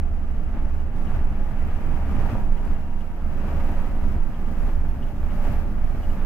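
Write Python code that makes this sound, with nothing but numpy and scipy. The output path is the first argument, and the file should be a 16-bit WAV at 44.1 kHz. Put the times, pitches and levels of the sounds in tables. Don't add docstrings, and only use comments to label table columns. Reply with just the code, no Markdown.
import sys
import numpy as np
from scipy import signal
from scipy.fft import rfft, irfft
from scipy.io import wavfile
from scipy.ndimage import uniform_filter1d

SR = 44100
rng = np.random.default_rng(int(sys.argv[2]) if len(sys.argv) > 2 else 0)


def log_audio(samples):
    frames = np.atleast_2d(samples).T
    limited = np.clip(frames, -1, 1)
    pcm = np.round(limited * 32767).astype(np.int16)
    wavfile.write(sys.argv[1], SR, pcm)


N = 275625
TIME = np.arange(N) / SR
BINS = np.maximum(np.arange(N // 2 + 1) * SR / N, 1)


def from_db(db):
    return 10 ** (np.asarray(db) / 20)


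def rms_one(x):
    middle = np.atleast_2d(x).mean(axis=0)
    return x / np.sqrt(np.mean(middle ** 2) + 1e-20)


def in_time(rows):
    times, *columns = np.transpose(rows)
    return [np.interp(TIME, times, column) for column in columns]


def at_hz(points, hz):
    table_hz, value = np.transpose(points)
    return np.interp(np.log(hz), np.log(table_hz), value)


def drift(rate_hz):
    return rms_one(irfft(rfft(rng.standard_normal(N)) / (1 + (BINS / rate_hz) ** 4), N))


def colour(spectrum):
    low_skirt = 1 + (spectrum[0][0] / BINS) ** 4
    high_skirt = 1 + (BINS / (2 * spectrum[-1][0])) ** 4
    return from_db(at_hz(spectrum, BINS)) / (low_skirt * high_skirt)


# (frequency [Hz], left minus right [dB])
LEVEL_DIFFERENCE = [(17, -5.8), (30, -3.3), (55, -.2), (80, -.2), (140, 1.4), (320, 2), (750, 2.3),
                    (1500, .2), (14000, .3)]
# (frequency [Hz], lead of the left side [rad])
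PHASE_LEAD = [(15, -0.51), (32, 0.94), (70, 0.46), (140, 0.32), (280, -0.25), (550, -0.4), (1300, -0.38),
              (1800, 0.25), (3000, -0.24)]


def pan(hz):
    sides = np.array([[.5], [-.5]])
    level = from_db(sides * at_hz(LEVEL_DIFFERENCE, hz))
    return level * np.exp(1j * sides * at_hz(PHASE_LEAD, hz))


# (frequency [Hz], left-right correlation [1 = alike])
COHERENCE = [(20, .985), (200, .985), (500, .91), (900, .8), (1500, .6), (2200, .1), (2800, -.1),
             (4000, -.22), (8000, 0), (14000, .15)]


def cab_noise(gain):
    mid, side = rfft(rng.standard_normal((2, N)))
    alike = np.clip(at_hz(COHERENCE, BINS), -.99, .99)
    shared = np.sqrt(1 + alike) * mid
    opposed = np.sqrt(1 - alike) * side * np.array([[1], [-1]])
    return rms_one(irfft((shared + opposed) * gain * pan(BINS), N))


def even(x, size):
    power = uniform_filter1d(x.mean(axis=0) ** 2, size)
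    return x / np.sqrt(power + 1e-3)


def line(hz, waver, waver_hz):
    turns = np.cumsum(hz * np.ones(N)) / SR
    wander = drift(waver_hz) + 1j * drift(waver_hz)
    shake = (1 + waver * wander) * np.sqrt(2 / (1 + 2 * waver ** 2))
    return np.real(shake * np.exp(2j * np.pi * turns) * pan(np.mean(hz)))


def band(x, low_hz, high_hz):
    edges = [low_hz, min(high_hz, SR / 2 - 500)]
    return signal.sosfilt(signal.butter(2, edges, "band", fs=SR, output="sos"), x)


def brighten(x, corner_hz, treble_db, order):
    dull = irfft(rfft(x) / (1 + (BINS / corner_hz) ** order), N)
    return dull + (x - dull) * from_db(treble_db)


# (time [s], level [dB])
AIRFLOW_LEVEL = [(0.05, -45.5), (0.5, -45), (0.56, -42.5), (0.75, -44.5), (0.89, -44.5), (1.16, -40),
                 (1.25, -43), (2.05, -41), (2.31, -37.5), (2.49, -43.5), (2.75, -42), (2.8, -44.5),
                 (2.95, -46), (3.14, -45.5), (3.51, -39.5), (3.77, -39.5), (3.92, -42), (4.12, -41.5),
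                 (4.27, -44), (4.52, -42.5), (4.69, -41), (4.76, -44), (5.17, -44), (5.39, -40),
                 (5.46, -38), (5.52, -39), (5.65, -42.5), (5.78, -43.5), (6.21, -41.5)]


def swell(lag_s=0):
    flow_db = in_time(AIRFLOW_LEVEL)[0]
    return np.interp(TIME - lag_s, TIME, flow_db - flow_db.mean())


# (frequency [Hz], relative level per Hz [dB])
RUSH_SPECTRUM = [(120, 3.5), (300, 0), (420, 0.5), (475, -3.5), (570, 0.5), (750, 0), (965, -3), (1015, -6),
                 (1220, -2.5), (1420, -7.5), (1900, -9.5), (2850, -15.5), (3500, -25), (6000, -52)]
# (centre [Hz], full width at half the dB height [Hz], height [dB])
CAB_RESONANCES = [(553, 69, 3.5), (816, 33, 4), (947, 49, 1.5), (2310, 180, -1.5), (2400, 59, 3.5)]
RUSH_DB, RUSH_FOLLOWS = -44, 1.3


def rush(ripple_db, bright_hz, brightening):
    swell_db = swell()
    peaks_db = sum(db / (1 + (2 * (BINS - hz) / width) ** 2) for hz, width, db in CAB_RESONANCES)
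    noise = even(cab_noise(colour(RUSH_SPECTRUM) * from_db(peaks_db + ripple_db)), size=4000)
    noise = brighten(noise, bright_hz, brightening * swell_db, order=4)
    return from_db(RUSH_DB + RUSH_FOLLOWS * swell_db) * noise


# (frequency [Hz], relative level per Hz [dB])
HISS_SPECTRUM = [(1500, 13), (3000, 1.5), (4800, 3), (6500, 0.5), (8000, -2.5), (11000, -2.5), (12300, 0),
                 (14200, 0.5), (16000, -7.5)]
# (time [s], level [dB])
HISS_COURSE = [(0.04, -69), (0.83, -66.5), (0.91, -70), (0.97, -64), (1.12, -64), (1.17, -61), (1.21, -65),
               (1.31, -67), (1.53, -64), (2.01, -63), (2.32, -58.5), (2.47, -65.5), (2.7, -63),
               (2.92, -68.5), (3.01, -65.5), (3.13, -68.5), (3.49, -61), (3.75, -61), (4.0, -63.5),
               (4.12, -61.5), (4.17, -65), (4.41, -65), (4.67, -61), (4.81, -66), (5.29, -63.5),
               (5.46, -57.5), (5.69, -64), (5.8, -65.5), (6.11, -61.5), (6.2, -64.5)]
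HISS_OFFSET_DB = 1
HISS_WAVER_DB, HISS_WAVER_HZ = .5, 17
HISS_TOP_HZ, HISS_TOP_RISE_DB_PER_S = 11000, 0.54


def seal_hiss(ripple_db):
    top_db = HISS_TOP_RISE_DB_PER_S * (TIME - TIME.mean())
    noise = cab_noise(colour(HISS_SPECTRUM) * from_db(ripple_db))
    noise = brighten(noise, HISS_TOP_HZ, top_db, order=16)
    waver_db = HISS_WAVER_DB * drift(HISS_WAVER_HZ)
    return from_db(in_time(HISS_COURSE)[0] + HISS_OFFSET_DB + waver_db) * noise


def wind(bright_hz, brightening, flutter_db):
    ripple = np.interp(BINS, np.arange(0, SR / 2, 35), rng.standard_normal(SR // 70))
    ripple_db = ripple * np.clip(BINS / 1000, 0, 1)
    air = rush(ripple_db, bright_hz, brightening) + seal_hiss(ripple_db)
    return air * from_db(flutter_db * drift(40))


# (start [s], end [s], centre [Hz], half-width at half amplitude [Hz], level [dB])
SEAL_WHISTLES = [(1.6, 3.2, 800, 7, -57), (3.3, 4.1, 565, 18, -53), (4.4, 6.4, 581, 5, -56),
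                 (2.65, 3.2, 2758, 22, -69)]
WHISTLE_FOLLOWS = 0.83


def whistles(gain_db):
    out = np.zeros((2, N))
    for start, end, hz, width_hz, db in SEAL_WHISTLES:
        progress = np.clip((TIME - start) / (end - start), 0, 1)
        fade = np.sqrt(np.abs(np.sin(np.pi * progress)))
        tone = even(cab_noise(1 / (1 + ((BINS - hz) / width_hz) ** 2)), size=5000)
        out += from_db(db + gain_db + WHISTLE_FOLLOWS * swell()) * fade * tone
    return out


COARSE_START_S, COARSE_END_S = 1.3, 2.26
COARSE_LOW_HZ, COARSE_HIGH_HZ, COARSE_DB = 1410, 3000, -56


def coarse_asphalt():
    progress = np.clip((TIME - COARSE_START_S) / (COARSE_END_S - COARSE_START_S), 0, 1)
    wash = rms_one(band(cab_noise(colour(RUSH_SPECTRUM)), COARSE_LOW_HZ, COARSE_HIGH_HZ))
    return from_db(COARSE_DB) * np.sin(np.pi * progress) * wash


# (frequency [Hz], relative level per Hz [dB])
RUMBLE_SPECTRUM = [(55, -32), (72, 3.5), (88, 3.5), (115, -2), (150, -7), (180, -4), (228, -5), (260, -8.5),
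                   (310, -11), (380, -18), (520, -24), (900, -52)]
RUMBLE_DB, RUMBLE_FOLLOWS = -36, 1
RUMBLE_WAVER_DB, RUMBLE_WAVER_HZ = 1.6, 12


def tyre_rumble():
    waver_db = RUMBLE_WAVER_DB * drift(RUMBLE_WAVER_HZ)
    noise = even(cab_noise(colour(RUMBLE_SPECTRUM)), size=4000)
    return from_db(RUMBLE_DB + RUMBLE_FOLLOWS * swell() + waver_db) * noise


# (frequency [Hz], relative level per Hz [dB])
SHUDDER_SPECTRUM = [(22, -3), (28, 0), (35, -4), (46, -16), (57, -12), (68, -24), (110, -40)]
# (time [s], level [dB])
SHAKING_COURSE = [(0.05, -28.5), (0.65, -25.5), (0.78, -36), (1.29, -26.5), (1.61, -34), (1.77, -33),
                  (2.69, -23.5), (2.81, -40), (3.75, -28), (4.21, -25), (4.38, -42), (4.65, -19.5),
                  (4.88, -27), (5.53, -27), (6.21, -27)]


def road_shudder(gain_db):
    noise = even(cab_noise(colour(SHUDDER_SPECTRUM)), size=4500)
    return from_db(in_time(SHAKING_COURSE)[0] + gain_db) * noise


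BOOM_DB, BOOM_FOLLOWS = -21, 0.76
BOOM_LAG_S = 0.16
BOOM_WAVER_DB, BOOM_WAVER_HZ = 1, 15


def boom(hz, width_hz):
    air = even(cab_noise(np.exp(-((BINS - hz) / width_hz) ** 2)), size=9000)
    waver_db = BOOM_WAVER_DB * drift(BOOM_WAVER_HZ)
    return from_db(BOOM_DB + BOOM_FOLLOWS * swell(BOOM_LAG_S) + waver_db) * air


# (time [s], pitch [Hz], level [dB])
ROAD_BUMPS = [(1.13, 122, -27), (2.17, 110.4, -24.5), (2.265, 136.5, -31), (2.325, 109, -25.5),
              (3.541, 149.5, -31), (3.799, 120, -34), (5.481, 112, -26.5)]
BUMP_RISE_S = 0.012


def bumps(gain_db):
    out = np.zeros((2, N))
    for start, hz, db in ROAD_BUMPS:
        age = np.maximum(TIME - start, 0)
        thump = age / BUMP_RISE_S * np.exp(1 - age / BUMP_RISE_S)
        tone = np.real(pan(hz) * np.exp(2j * np.pi * (hz * age + rng.random())))
        out += from_db(db + gain_db) * thump * tone
    return out


GRIT_PER_S = 170
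GRIT_DB, GRIT_FOLLOWS = -55.5, 1.6


def panel_rattle(low_hz, high_hz, spread_db):
    touches = rng.random(N) < GRIT_PER_S / SR
    strengths = from_db(spread_db * np.minimum(rng.exponential(1, N), 2))
    sizes = strengths * rng.choice([-1, 1], N)
    sides = 1 + .35 * rng.uniform(-1, 1, N) * np.array([[1], [-1]])
    rattle = rms_one(band(touches * sizes * sides + 1e-18, low_hz, high_hz))
    return from_db(GRIT_DB + GRIT_FOLLOWS * swell()) * rattle


# (time [s], centre [Hz], decay time constant [s], level [dB])
LOOSE_FITTINGS = [(.545, 750, .02, -46), (.655, 6000, .004, -64), (.961, 3300, 0.0045, -60),
                  (1.025, 8000, .002, -63), (1.627, 8800, .002, -55), (2.259, 720, 0.01, -30.5),
                  (2.351, 676, 0.009, -28), (2.653, 8500, 0.0027, -54), (3.522, 580, .012, -34),
                  (4.674, 675, .03, -42)]


def taps(gain_db, spread):
    out = np.zeros((2, N))
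    burst = cab_noise(np.ones_like(BINS))
    for start, hz, decay_s, db in LOOSE_FITTINGS:
        after = (TIME >= start) & (TIME < start + 10 * decay_s)
        ring = rms_one(band(burst[:, after], hz / (1 + spread), hz * (1 + spread)))
        decay = np.exp(-(TIME[after] - start) / decay_s)
        out[:, after] += from_db(db + gain_db) * ring * decay
    return out


# (start of the ring-out [s], length [s], pitch [Hz], level of the tone at full stroke [dB])
TRIM_SQUEAKS = [(0.37, 0.022, 2890, -64.5), (0.802, 0.023, 2890, -62), (1.075, 0.02, 2910, -55),
                (2.585, 0.026, 2900, -58.5), (3.016, .026, 2900, -59.5), (4.35, 0.024, 2920, -59),
                (5.032, 0.027, 2910, -54), (5.082, .024, 2920, -62.5), (5.304, .02, 2800, -58.5),
                (6.042, .03, 2900, -55.5), (6.104, .027, 2890, -57.5)]
# (multiple of the pitch, relative level [dB])
TRIM_RESONANCES = [(.97, -8), (1, 0), (1.03, -9), (1.057, -7), (1.088, -9), (1.113, -13), (1.143, -10),
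                   (1.19, -18), (1.25, -20), (1.31, -19)]
SQUEAK_ATTACK_S, SQUEAK_RING_S = .007, .011
SQUEAK_SCATTER_DB = 3


def squeaks(waver, waver_hz, side_lag):
    out = np.zeros((2, N))
    wander = np.array([drift(waver_hz) + 1j * drift(waver_hz) for _ in TRIM_RESONANCES])
    shake = 1 + waver * wander
    sides = np.exp(1j * side_lag * np.array([[.5], [-.5]]))
    for time, length, hz, db in TRIM_SQUEAKS:
        near = (TIME > time - length / 2) & (TIME < time + 10 * SQUEAK_RING_S)
        age = TIME[near] - time + length / 2
        song = 0
        for k, (ratio, mode_db) in enumerate(TRIM_RESONANCES):
            strength = from_db(mode_db + SQUEAK_SCATTER_DB * rng.standard_normal())
            turns = hz * ratio * age + rng.random()
            song = song + strength * shake[k, near] * np.exp(2j * np.pi * turns)
        ring_out = np.exp(-np.maximum(age - length / 2, 0) / SQUEAK_RING_S)
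        stroke = np.minimum(age / SQUEAK_ATTACK_S, 1) * ring_out
        squeak = rms_one(np.real(song * sides) * stroke)
        out[:, near] += from_db(db) * squeak * np.sqrt(np.mean(stroke ** 2))
    return out


# (time [s], frequency [Hz], level [dB])
GEAR_WHINE = [(1.5, 935, -74), (1.75, 938, -57), (2.0, 946, -52), (2.35, 954, -48.5), (2.52, 952, -55),
              (2.85, 948, -53), (3.1, 951, -62), (3.3, 946, -62), (3.6, 945, -51.5), (4.1, 954, -58),
              (4.5, 958, -74)]


def gearbox(gain_db):
    hz, db = in_time(GEAR_WHINE)
    return from_db(db + gain_db) * line(hz, waver=.6, waver_hz=12)


# (frequency [Hz], level at mean airflow [dB])
BLOWER_TONES = [(380, -62.5), (679, -59), (719, -61), (849, -60), (888, -61.5)]
WHINE_FOLLOWS = 0.63


def blower():
    out = np.zeros((2, N))
    for hz, db in BLOWER_TONES:
        out += from_db(db + WHINE_FOLLOWS * swell()) * line(hz, waver=0.4, waver_hz=5)
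    return out


THROB_HZ, THROB_DEPTH = 8.4, .36
THROB_SLIP = .18


def throb():
    turns = THROB_HZ * TIME + THROB_SLIP * drift(3)
    beat = 1 + THROB_DEPTH * np.cos(2 * np.pi * turns)
    return beat / np.sqrt(1 + THROB_DEPTH ** 2 / 2)


# (time [s], firing rate [Hz])
FIRING_RATE = [(0, 68.8), (1.0, 69.3), (2.0, 69.8), (3.0, 70.3), (4.0, 70.9), (5.0, 70.6), (6.25, 70.9)]
# (time [s], level [dB])
FIRING_LEVEL = [(0.05, -28.5), (0.51, -36.5), (0.82, -25.5), (0.95, -43), (1.18, -24.5), (1.4, -41),
                (1.66, -31), (1.87, -36.5), (2.1, -25.5), (2.61, -47), (2.71, -32), (3.16, -45),
                (3.25, -29), (3.39, -39), (3.57, -24.5), (3.86, -44.5), (3.93, -35), (4.16, -25.5),
                (4.25, -49), (4.45, -41), (4.56, -30), (4.66, -39), (4.8, -28.5), (5.12, -39),
                (5.23, -29.5), (5.48, -39.5), (5.6, -25.5), (5.69, -50.5), (6.13, -27), (6.21, -69)]
# (multiple of the firing rate, level [dB])
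ENGINE_ORDERS = [(5 / 6, -42.5), (4 / 3, -47), (5 / 3, -45.5), (2, -42), (7 / 3, -45.5), (3, -39.5),
                 (10 / 3, -46.5), (4, -49)]


def engine(drone_db, orders_db, coupling):
    firing_hz = in_time(FIRING_RATE)[0]
    firing = line(firing_hz, waver=.13, waver_hz=6)
    out = from_db(in_time(FIRING_LEVEL)[0] + drone_db) * firing
    airflow_db = coupling * swell()
    for order, db in ENGINE_ORDERS:
        tone = line(order * firing_hz, waver=0.4, waver_hz=2.5)
        out += from_db(db + orders_db + airflow_db) * tone
    return out * throb()


def scene():
    air = wind(bright_hz=1200, brightening=0.032, flutter_db=.5) + whistles(gain_db=1)
    road = coarse_asphalt() + tyre_rumble() + road_shudder(gain_db=-0.5) + bumps(gain_db=0.5)
    cabin = boom(hz=17.39, width_hz=4.4)
    fittings = panel_rattle(low_hz=455, high_hz=1500, spread_db=3.5) + taps(gain_db=-2, spread=0.24)
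    trim = squeaks(waver=.5, waver_hz=70, side_lag=1.0)
    drive = gearbox(gain_db=-0.5) + blower()
    drive = drive + engine(drone_db=0.27, orders_db=-7.0, coupling=0.76)
    return air + road + cabin + fittings + trim + drive


CUTOFF_HZ = 15750


def record(dry):
    return signal.sosfilt(signal.ellip(12, .1, 80, CUTOFF_HZ, fs=SR, output="sos"), dry)


dry = scene()
out = record(dry)
log_audio(out)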